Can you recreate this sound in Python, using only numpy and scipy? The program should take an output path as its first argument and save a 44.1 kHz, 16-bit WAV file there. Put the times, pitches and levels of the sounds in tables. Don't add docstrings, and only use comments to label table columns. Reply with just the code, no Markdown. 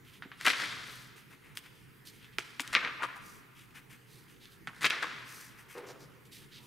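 import sys
import numpy as np
from scipy import signal
from scipy.fft import rfft, irfft, next_fast_len
from scipy.io import wavfile
from scipy.ndimage import uniform_filter1d

SR = 44100
rng = np.random.default_rng(int(sys.argv[2]) if len(sys.argv) > 2 else 0)


def elevation(decibels):
    levels = np.asarray(decibels, float)
    return 10 ** (levels / 20)


def unload_audio(sound):
    columns = np.transpose(np.atleast_2d(sound))
    steps = np.round(np.clip(columns, -1, 1) * 32767)
    wavfile.write(sys.argv[1], SR, steps.astype(np.int16))


N = 293706

# pitch_hz, level_db
AIR_SPECTRUM = [(15, -12), (25, -13.5), (50, -5.5), (100, -9.5), (145, -1.5), (440, -7), (607, -23),
                (962, -15), (1740, -13), (2110, -13), (4370, -25), (7310, -28.5), (11600, -26),
                (16000, -29)]
# pitch_hz, likeness (0 to 1)
AIR_LIKENESS = [(30, 0.15), (130, 0.5), (400, 0.12), (1500, 0.14), (6000, 0), (15000, 0.3)]
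AIR_DB, HUM_HZ, HUM_DB, HUM_LINE_DB = -57.5, 128, -65, -67

# start_s, length_s, level_db, paper_hz, hiss_above_paper_db
LEFT_STROKES = [(1.297, 0.077, -57.5, 1860, -8.5), (1.415, 0.16, -60, 1980, -12),
                (1.634, 0.062, -55.5, 2210, -9.5), (1.7, 0.19, -74, 2200, 2.5),
                (2.196, .11, -60.5, 2760, -10), (3.15, 0.046, -50.5, 1230, -11.5),
                (3.547, .13, -61, 2450, -3.5), (3.741, .074, -53, 2080, -7),
                (3.893, 0.086, -56.5, 2150, -4.5), (5.486, 0.1, -65, 2300, -10),
                (5.573, 0.07, -57.5, 1940, -4), (5.681, 0.099, -55, 2080, -3.5),
                (5.765, 0.051, -57, 1970, -5), (5.987, .087, -63.5, 4830, -6.5),
                (6.25, 0.034, -69, 2920, 4.5)]
# start_s, length_s, level_db, paper_hz, hiss_above_paper_db
RIGHT_STROKES = [(.044, 0.11, -61.5, 2630, -6.5), (.123, .078, -59, 2780, -6.5),
                 (1.157, 0.079, -60, 2330, -2), (1.566, 0.037, -51, 2600, 0), (1.55, 0.021, -63, 2400, 4),
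                 (2.315, .06, -65, 2900, -12), (2.049, 0.074, -57.5, 3740, 1.5),
                 (2.105, 0.12, -66, 2970, 0.5), (4.066, 0.22, -67.5, 3550, 2.5),
                 (4.275, .085, -70.5, 2510, 3), (4.399, 0.12, -60.5, 3400, -7.5),
                 (4.498, 0.085, -66.5, 3060, 0), (5.863, 0.081, -57, 5170, -10),
                 (6.312, 0.087, -56.5, 3480, 0), (6.36, 0.12, -61.5, 3040, -1),
                 (6.507, 0.12, -55.5, 3370, -12), (6.6, 0.11, -67, 2900, 2)]
# start_s, length_s, level_db
GLIDES = [
    (0.822, 0.31, -71.5),
    (3.198, .25, -73),
    (5.246, .31, -67),
]
GLIDE_HZ, GLIDE_HISS_DB = 5500, 11.5
LEFT_PAN_DB, RIGHT_PAN_DB = 5, -5
# pitch_hz, level_db
SKIN_HISS = [(2500, -13), (5000, 5), (6000, 1.5), (7200, 1.5), (8500, 3), (13000, 1.5), (16000, -8)]
# pitch_hz, width_hz, level_db
COATING_WHISTLES = [(5860, 350, -15), (8170, 510, -22.5)]

# start_s, peak_db, ring_hz, tick_above_peak_db, crackle_fade_s (time to fall 60 dB)
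PINCHES = [(.222, -29, 1540, -38, 0.15), (.316, -33, 1600, -42, 0.21), (.411, -23, 2255, -19, 0.035),
           (1.572, -32, 1800, 0, 0.02), (2.384, -14, 2240, -17.5, 0.024), (2.392, -34, 5400, -3, 0.09),
           (2.407, -35, 2350, -32, .049), (2.596, -18, 2000, -12, 0.04), (2.604, -27, 4500, -4, 0.05),
           (2.676, -30, 3300, -8, 0.04), (2.594, -38, 2200, -30, .02), (2.607, -35, 3000, -3, .03),
           (2.615, -38, 7400, -3, .03), (2.619, -38, 7000, -2, .03), (2.401, -36, 2200, -12, .03),
           (2.054, -54, 3700, 0, .05), (5.888, -44, 2000, -20, .04), (4.455, -37, 3580, -41, 0.029),
           (4.672, -23, 1600, -22, 0.077), (5.781, -44, 1900, -2, 0.028)]
# start_s, peak_db, ring_hz, tick_above_peak_db
CRACKS = [(.464, -9, 2540, -14), (.473, -9, 1710, -26), (.501, -14, 2320, -27), (.532, -21, 2000, -25),
          (2.73, -23, 1500, -12), (2.737, -20, 1880, -30), (2.75, -5, 2400, -31), (2.772, -22, 1510, -37),
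          (2.811, -29, 1750, -40), (2.848, -18, 2090, -53), (2.874, -23.5, 1600, -45),
          (3.036, -21, 1080, -22), (4.823, -27, 1950, -12), (4.854, -16, 2200, -12),
          (4.845, -12.5, 2080, -30), (4.862, -15, 2170, -14), (4.9, -20, 2180, -15),
          (4.905, -14, 2500, -32), (5.027, -21, 1500, -20), (5.028, -25, 3600, -30), (.449, -30, 2000, -7),
          (.454, -19, 1900, -15), (.481, -16, 2400, -14), (.511, -21, 2200, -18), (.544, -27, 1900, -25),
          (.601, -26, 1700, -22), (.64, -26, 1900, -22), (.761, -34, 2160, -20), (2.755, -19, 2000, -35),
          (2.761, -17, 2200, -35), (2.767, -19, 1700, -35), (2.79, -27, 2000, -40), (2.807, -27, 2300, -30),
          (2.83, -27, 1600, -40), (2.881, -27, 1900, -35), (3.032, -22, 1700, -25), (3.088, -37, 1540, -30),
          (4.809, -32, 1960, -24), (4.818, -29, 1800, -12), (4.83, -25, 2000, -12), (4.836, -25, 1900, -18),
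          (4.848, -14, 2100, -25), (4.868, -22, 2400, -25), (4.93, -26, 1700, -30), (4.938, -26, 1800, -30),
          (5.032, -25, 1900, -32), (5.042, -27, 1300, -30)]
# start_s, peak_db, ring_hz
TICKS = [(2.244, -41.5, 2500), (3.595, -46, 2860), (4.282, -50, 2510), (4.298, -47, 2220),
         (4.343, -50.5, 2410), (4.326, -49, 2290), (4.363, -51, 3170), (3.707, -50, 2380),
         (4.732, -44, 1400), (6.42, -51, 1880), (6.559, -41, 3420), (6.582, -44, 3400)]
CRACK_FADE_S, TICK_FADE_S, TICK_DB = 0.051, .08, -16.5
# pitch_hz, level_db
TICK_SPECTRUM = [(3500, 5), (6000, 0), (9000, 0.5), (13000, -7), (16500, -14)]
# pitch_hz, level_db
FIZZ_SPECTRUM = [(3500, 5), (5000, 9), (7000, 5), (10000, 2.5), (13000, -36), (16000, -38)]
POP_LAG_S, POP_ROUGHNESS, POP_WIDTH_SHARE = .001, .35, .27

# start_s, level_db, pitch_hz, fade_s (time to fall 60 dB)
THUMPS = [
    (.252, -42, 274.6, 0.059),
    (.472, -23.5, 720, 0.045),
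    (2.384, -32.5, 313, 0.03),
    (2.385, -22, 1100, 0.022),
    (2.596, -43.5, 252, 0.11),
    (2.597, -30, 900, .025),
    (3.0, -44, 900, 0.2),
    (4.672, -42.5, 162, 0.11),
]

# start_s, length_s, level_reached_db, bend_hz, brightness_db
SWELLS = [
    (0.372, 0.036, -49, 2190, -13),
    (0.447, 0.023, -24, 2000, -17),
    (0.561, 0.043, -34.5, 1810, -16),
    (2.727, 0.022, -30, 1900, -15),
    (2.826, .023, -31, 1720, -38),
    (2.99, .034, -35.5, 1200, -45),
    (4.808, .034, -31, 1890, -14),
]
# start_s, level_db, fade_s (time to fall 60 dB), bend_hz, brightness_db
FLAPS = [
    (.409, -45, 0.4, 2190, -9),
    (.531, -35, 0.4, 2060, -30),
    (2.604, -47, 0.07, 1630, 0),
    (2.85, -32, 0.25, 1840, -59),
    (4.676, -41.5, 0.14, 1360, -25),
    (4.903, -24.5, 0.055, 2340, -32),
]
# start_s, hold_s, level_db, bend_hz, brightness_db
RATTLES = [
    (.466, 0.017, -21, 1900, -21),
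    (0.492, 0.016, -30, 2300, -15),
    (.595, 0.045, -34.5, 1890, -18),
    (2.632, .095, -50, 1740, -14),
    (2.752, 0.017, -24.5, 2110, -52),
    (3.022, 0.027, -30.5, 1180, -25),
    (4.745, 0.07, -55.5, 1640, -11),
    (4.843, 0.023, -22.5, 2200, -27),
    (5.023, 0.019, -30.5, 1470, -28),
]
# start_s, level_db, fade_s (time to fall 60 dB), bend_hz, brightness_db
SETTLES = [
    (.515, -39, 1.2, 2280, -15),
    (.645, -40.5, 1.32, 2000, -16),
    (2.394, -52.5, 0.91, 1920, -8.5),
    (2.775, -32.5, .7, 1870, -42),
    (2.9, -52, 0.49, 1703, -49),
    (3.085, -45.5, 0.6, 1540, -31),
    (4.88, -47, 0.65, 2150, -18),
    (4.917, -33.5, 0.73, 2020, -29),
    (5.05, -41.5, 1.52, 1800, -26.5),
]
# time_s, left_over_right_db
PAGE_PLACE = [(.2, -4), (.41, 3.5), (.45, 2.5), (.6, 4.5), (1.57, 10.5), (2.38, -4.5), (2.6, 4.5),
              (2.74, 1.5), (2.85, 3), (3.04, 4.5), (4.3, 3), (4.67, -4.5), (4.82, 3.5), (4.9, 1), (5.03, 4),
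              (6.6, 7)]
# pitch_hz, level_db
PAPER_SPECTRUM = [(500, -48), (900, -3.5), (1300, 2), (2300, -2.5), (3000, -6.5), (3600, -20.5),
                  (4500, -50)]
# pitch_hz, level_db
PUSH_SPECTRUM = [(60, -28), (150, -0.5), (300, 9.5), (500, 7), (700, 1.5), (1000, -35)]
# pitch_hz, level_db
SIZZLE_SPECTRUM = [(2500, -8.5), (3300, 9.5), (4600, 3.5), (6000, -3), (8000, -15.5), (9500, -39),
                   (11000, -53)]
# pitch_hz, level_db
TOP_SPECTRUM = [(6500, -4.5), (8500, 1), (11000, -1.5), (14000, -12), (16000, -13)]
SWELL_DB_PER_S, HEARD_DB, LONGEST_S = 483, 27, 0.65
HOLD_DROP_DB, STOP_S, STOP_DB = -1, .025, 29
BEND_SAG = 0.14
BEND_WIDTH_HZ, RATTLE_WIDTH_HZ, BEND_WANDER = 1500, 680, .07
SIZZLE_DB, SIZZLE_SHARE, PUSH_DB = -2.5, 0.26, -16.5
SIZZLE_STAYS, TOP_STAYS, PUSH_STAYS = 0.098, 0.57, 0.21
SETTLE_STAYS = 0.298
SIZZLE_DB_PER_OCTAVE, MID_BEND_HZ = 15.5, 2000
SETTLE_SIZZLE_DB, SETTLE_SIZZLE_SHARE, RATTLE_SIZZLE_DB = 6.5, 0.17, 0.2

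# time_s, level_db
DRAG = [
    (5.748, -48.5),
    (5.78, -43),
    (5.818, -49),
    (5.854, -46.5),
    (5.875, -50.5),
    (5.906, -45.5),
    (5.924, -52),
    (5.99, -54),
    (6.2, -70),
]
# pitch_hz, width_hz, level_db
WOOD_RINGS = [(319, 100, -4.5), (392.4, 93, 1.5), (488, 70, -1.5)]
DRAG_RATTLE_DB = -0.2
# start_s, level_db, pitch_hz, fade_s (time to fall 60 dB)
KNOCKS = [
    (5.752, -41, 470, .09),
    (5.766, -40, 390, .13),
    (5.776, -37, 480, .13),
    (5.83, -41, 410, .11),
    (5.85, -43, 390, .09),
    (5.898, -45, 490, .08),
]

# pitch_hz, fade_s (time to fall 60 dB)
WALL_FADES = [(150, 2.8), (500, 1.7), (1500, 1.58), (3000, 1.41), (6000, 1.3), (12000, 0.72)]
# delay_s, level_db
ECHOES = [(.0016, -24.5), (.0075, -22), (.0105, -21.5), (.0165, -21), (.0225, -27), (.031, -37)]
ROOM_DB = -12
# pitch_hz, gain_db
STEREO_WIDTH = [(60, 0.1), (300, -0.5), (4800, -5), (5400, -11.5), (10500, -11.5), (12000, -2.5),
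                (16000, 2)]
FULL_WIDTH_DB, TOP_EDGE_HZ = -36.5, 15750


def evened(x):
    return x / np.sqrt(np.mean(x ** 2) + 1e-20)


def smoothed(x, size):
    return evened(uniform_filter1d(uniform_filter1d(x, size=size), size=size))


def drifting(size, smooth):
    return smoothed(rng.standard_normal(size), smooth)


def read(points, hz):
    f, value = np.transpose(points)
    return np.interp(np.log(hz + 1), np.log(f + 1), value)


def add(mix, start_s, sound, pan_db):
    part = mix[:, round(start_s * SR):][:, :len(sound)]
    part += sound[:part.shape[1]] * elevation(np.array([[pan_db / 2], [-pan_db / 2]]))


def colour(x, points):
    hz = np.fft.rfftfreq(len(x), 1 / SR)
    outside = (hz < .6 * points[0][0]) | (hz > 1.3 * points[-1][0])
    return evened(irfft(rfft(x) * elevation(read(points, hz) - 60 * outside), len(x)))


def ring(x, hz, width_hz):
    r = np.exp(-np.pi * width_hz / SR)
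    return signal.lfilter([1, -1], [1, -2 * r * np.cos(2 * np.pi * hz / SR), r * r], x)


def moving_ring(x, hz, width_hz):
    spin = np.exp(2j * np.pi * np.cumsum(hz) / SR)
    r = np.exp(-np.pi * width_hz / SR)
    return evened((spin * signal.lfilter([1 - r], [1, -r], x / spin)).real)


def band(x, low_hz, high_hz):
    return signal.sosfilt(signal.butter(4, [low_hz, high_hz], "band", fs=SR, output="sos"), x)


def grit(size, per_s, spread_db, clump_db):
    bed = rng.standard_normal(size)
    sizes = np.minimum(rng.exponential(1, size), 2.5)
    happens = rng.random(size) < per_s / SR
    slips = np.sign(bed) * elevation(spread_db * sizes) * happens
    return (evened(slips) + 1.53 * bed) * elevation(clump_db * drifting(size, 150))


def air():
    frames, hz = N // 512 + 5, np.fft.rfftfreq(2048, 1 / SR)
    a, b, c, d, patches = rng.standard_normal((frames, 1025, 5)).T
    patches = uniform_filter1d(patches, size=30, axis=0)
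    patches = evened(uniform_filter1d(patches, size=8, axis=1))
    fuzzy_hum = elevation(HUM_DB - AIR_DB + 9.5) / (1 + ((hz - HUM_HZ) / 6) ** 2)
    same = np.clip(read(AIR_LIKENESS, hz), -1, 1)[:, None]
    left = a + 1j * b
    right = same * left + np.sqrt(1 - same ** 2) * (c + 1j * d)
    spectra = np.array([left, right]) * (elevation(read(AIR_SPECTRUM, hz)) + fuzzy_hum)[:, None]
    hiss = signal.istft(spectra * elevation(2.0 * patches), nperseg=2048, noverlap=1536)[1][:, :N]
    waver = drifting(N, 4000)
    turns = np.cumsum(HUM_HZ + 2.5 * waver[::-1]) / SR
    hum_line = elevation(HUM_LINE_DB + 2.5 * waver) * np.sin(2 * np.pi * turns)
    return hum_line + elevation(AIR_DB) * evened(hiss) * elevation(np.array([[-.8], [.8]]))


def stroke(length_s, level_db, paper_hz, hiss_db):
    u = np.linspace(0, 1, round(length_s * SR))
    slips = grit(len(u), per_s=5000, spread_db=2.0, clump_db=1.7)
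    pressure = np.sin(np.pi * u ** 0.68) ** 1.15
    low_ring = ring(slips, 0.52 * paper_hz, .5 * paper_hz)
    paper = evened(ring(low_ring, 1.13 * paper_hz, .5 * paper_hz))
    hiss = colour(slips, SKIN_HISS)
    for hz, width_hz, whistle_db in COATING_WHISTLES:
        hiss += elevation(whistle_db) * evened(ring(ring(slips, hz, width_hz), hz, width_hz))
    return elevation(level_db) * pressure * (paper + elevation(hiss_db) * hiss)


def snap(peak_db, hz, tick_db, fade_s):
    t = np.arange(6000) / SR
    noise, after_noise = rng.standard_normal((2, len(t)))
    blow = noise * np.exp(-t / 0.00089) * (1 - np.exp(-t / 0.00053))
    creak, soft_after = band([blow, after_noise], .45 * min(hz, 2000), 4200)
    letting_go = band(np.exp(-((t - POP_LAG_S) / .00003) ** 2), .4 * hz, min(2.1 * hz, 15000))
    push = evened(letting_go) + POP_ROUGHNESS * evened(creak)
    pop = evened(ring(push, hz, POP_WIDTH_SHARE * hz)) + 0.6 * evened(push)
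    tick = colour(blow, TICK_SPECTRUM) * (t < .01)
    crackle = evened(ring(soft_after, hz, 0.89 * hz))
    crackle += elevation(tick_db + 6.5) * colour(after_noise, FIZZ_SPECTRUM)
    crackle *= elevation(-16.0 - 60 * t / max(fade_s, .01)) * (1 - np.exp(-t / 0.0017))
    tick_part = elevation(tick_db + 6) * tick / abs(tick).max()
    return elevation(peak_db) * (pop / abs(pop).max() + tick_part + crackle)


def thump(level_db, hz, fade_s):
    t = np.arange(5000) / SR
    puff = ring(ring(rng.standard_normal(len(t)), hz, 0.6 * hz), hz, 0.6 * hz)
    return elevation(level_db - 60 * t / fade_s) * evened(puff) * (1 - np.exp(-t / 0.0036))


def moving_sheet(rows, width_hz):
    s, *columns = np.transpose(rows)
    t = np.arange(s[0], s[-1], 1 / SR)
    crackle_db, hz, sizzle_db, top_db, push_db = (np.interp(t, s, c) for c in columns)
    slips = grit(len(t), per_s=3000, spread_db=-1.0, clump_db=1.9)
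    fine = 0.24 * evened(slips) + evened(grit(len(t), per_s=4400, spread_db=-6.0, clump_db=2.1))
    bend_drift = np.clip(drifting(len(t), 400), -2, 2)
    slips *= elevation(0.7 * drifting(len(t), 600))
    paper = colour(slips, PAPER_SPECTRUM)
    bend = moving_ring(paper, hz * (1 + BEND_WANDER * bend_drift), width_hz)
    sound = evened(0.18 * paper + bend)
    sound += elevation(push_db) * colour(slips, PUSH_SPECTRUM)
    sound += elevation(sizzle_db) * colour(fine, SIZZLE_SPECTRUM)
    sound += elevation(top_db) * colour(fine, TOP_SPECTRUM)
    edges = np.clip(np.minimum(t - s[0], s[-1] - t) / .001, 0, 1)
    return s[0], sound * elevation(crackle_db - 3.0) * edges


def motion(times, levels_db, hz, bright_db, stays, extra_db=0, width_hz=BEND_WIDTH_HZ):
    drop_db = max(levels_db) - np.array(levels_db)
    bend_hz = hz * (1 - BEND_SAG * drop_db / HEARD_DB)
    sizzle_db = SIZZLE_DB + extra_db + SIZZLE_SHARE * bright_db
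    sizzle_db += SIZZLE_DB_PER_OCTAVE * np.log2(hz / MID_BEND_HZ)
    sizzle_path = sizzle_db + stays * SIZZLE_STAYS * drop_db
    top_path = bright_db + stays * TOP_STAYS * drop_db
    push_path = PUSH_DB + PUSH_STAYS * drop_db
    rows = np.transpose([times, levels_db, bend_hz, sizzle_path, top_path, push_path])
    return moving_sheet(rows, width_hz)


def swell(s, length_s, level_db, hz, bright_db):
    levels_db = [level_db - SWELL_DB_PER_S * length_s, level_db]
    return motion([s, s + length_s], levels_db, hz, bright_db, 0.96)


def flap(s, level_db, fade_s, hz, bright_db, stays=1, extra_db=0):
    length_s = min(fade_s * HEARD_DB / 60, LONGEST_S)
    levels_db = [level_db, level_db - 60 * length_s / fade_s]
    return motion([s, s + length_s], levels_db, hz, bright_db, stays, extra_db)


def rattle(s, hold_s, level_db, hz, bright_db):
    times = [s, s + hold_s, s + hold_s + STOP_S]
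    levels_db = [level_db, level_db - HOLD_DROP_DB, level_db - STOP_DB]
    return motion(times, levels_db, hz, bright_db, 1, RATTLE_SIZZLE_DB, RATTLE_WIDTH_HZ)


def settle(s, level_db, fade_s, hz, bright_db):
    extra_db = SETTLE_SIZZLE_DB + SETTLE_SIZZLE_SHARE * bright_db
    return flap(s, level_db, fade_s, hz, bright_db, SETTLE_STAYS, extra_db)


def page():
    creases = PINCHES + [row + (CRACK_FADE_S,) for row in CRACKS]
    creases += [row + (TICK_DB, TICK_FADE_S) for row in TICKS]
    sounds = [(s, snap(*rest)) for s, *rest in creases]
    for move, rows in ((swell, SWELLS), (flap, FLAPS), (rattle, RATTLES), (settle, SETTLES)):
        sounds += [move(*row) for row in rows]
    out = np.zeros((2, N))
    for s, sound in sounds:
        add(out, s, sound, np.interp(s, *np.transpose(PAGE_PLACE)))
    return out


def drag():
    s, level_db = np.transpose(DRAG)
    t = np.arange(s[0], s[-1], 1 / SR)
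    slips = grit(len(t), per_s=3000, spread_db=1.5, clump_db=1.5)
    low = np.zeros(len(t))
    for hz, width_hz, ring_db in WOOD_RINGS:
        low += elevation(ring_db) * evened(ring(ring(slips, hz, width_hz), hz, 170))
    thin = evened(ring(ring(slips, 800, 346), 1620, 1800))
    sound = evened(low) + elevation(DRAG_RATTLE_DB) * thin
    return s[0], elevation(np.interp(t, s, level_db) - 5.5) * sound * signal.windows.tukey(len(t), .008)


def knock(level_db, hz, fade_s):
    t = np.arange(9000) / SR
    tone = np.sin(2 * np.pi * hz * t + 2 * np.pi * rng.random())
    return elevation(level_db - 60 * t / fade_s) * tone * (1 - np.exp(-t / .002))


def room(x):
    taps = np.zeros((2, 60000))
    at = np.arange(500, 59980, 20) + rng.integers(0, 20, (2, 2974))
    np.put_along_axis(taps, at, rng.choice([-1., 1.], at.shape), 1)
    hz, t, z = signal.stft(taps, SR, nperseg=256)
    fading = elevation(-60 * t / read(WALL_FADES, hz)[:, None])
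    tail = signal.istft(z * fading, SR, nperseg=256)[1]
    tail *= elevation(ROOM_DB) / np.linalg.norm(tail[0])
    for s, db in ECHOES:
        tail[0, round(s * SR)] += elevation(db)
        tail[1, round(s * SR) + rng.integers(-4, 5)] += elevation(db)
    return signal.fftconvolve(x.mean(0)[None], tail, axes=1)[:, :N]


def scene():
    near = page()
    left = LEFT_STROKES + [row + (GLIDE_HZ, GLIDE_HISS_DB) for row in GLIDES]
    groups = ((stroke, left, LEFT_PAN_DB), (stroke, RIGHT_STROKES, RIGHT_PAN_DB),
              (thump, THUMPS, -1.2), (knock, KNOCKS, .6))
    for source, rows, pan_db in groups:
        for s, *rest in rows:
            add(near, s, source(*rest), pan_db)
    add(near, *drag(), .6)
    return near + room(near) + air()


def band_limit(x):
    return signal.sosfilt(signal.butter(12, 16820, fs=SR, output="sos"), x)


def record(dry):
    mid, side = (dry[0] + dry[1]) / 2, (dry[0] - dry[1]) / 2
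    size = next_fast_len(N)
    width_gain = elevation(read(STEREO_WIDTH, np.fft.rfftfreq(size, 1 / SR)))
    narrow = irfft(rfft(side, size) * width_gain, size)[:N]
    power_db = 10 * np.log10(abs(uniform_filter1d(mid ** 2, size=800)) + 1e-12)
    side = narrow + (side - narrow) * np.clip((power_db - FULL_WIDTH_DB) / 6, 0, 1)
    pair = np.array([mid + side, mid - side])
    low_pass = signal.firwin(255, TOP_EDGE_HZ, window=("kaiser", 5), fs=SR)
    mix = signal.oaconvolve(pair, low_pass[None], "same", axes=1)
    return band_limit(mix)


dry = scene()
out = record(dry)
unload_audio(out)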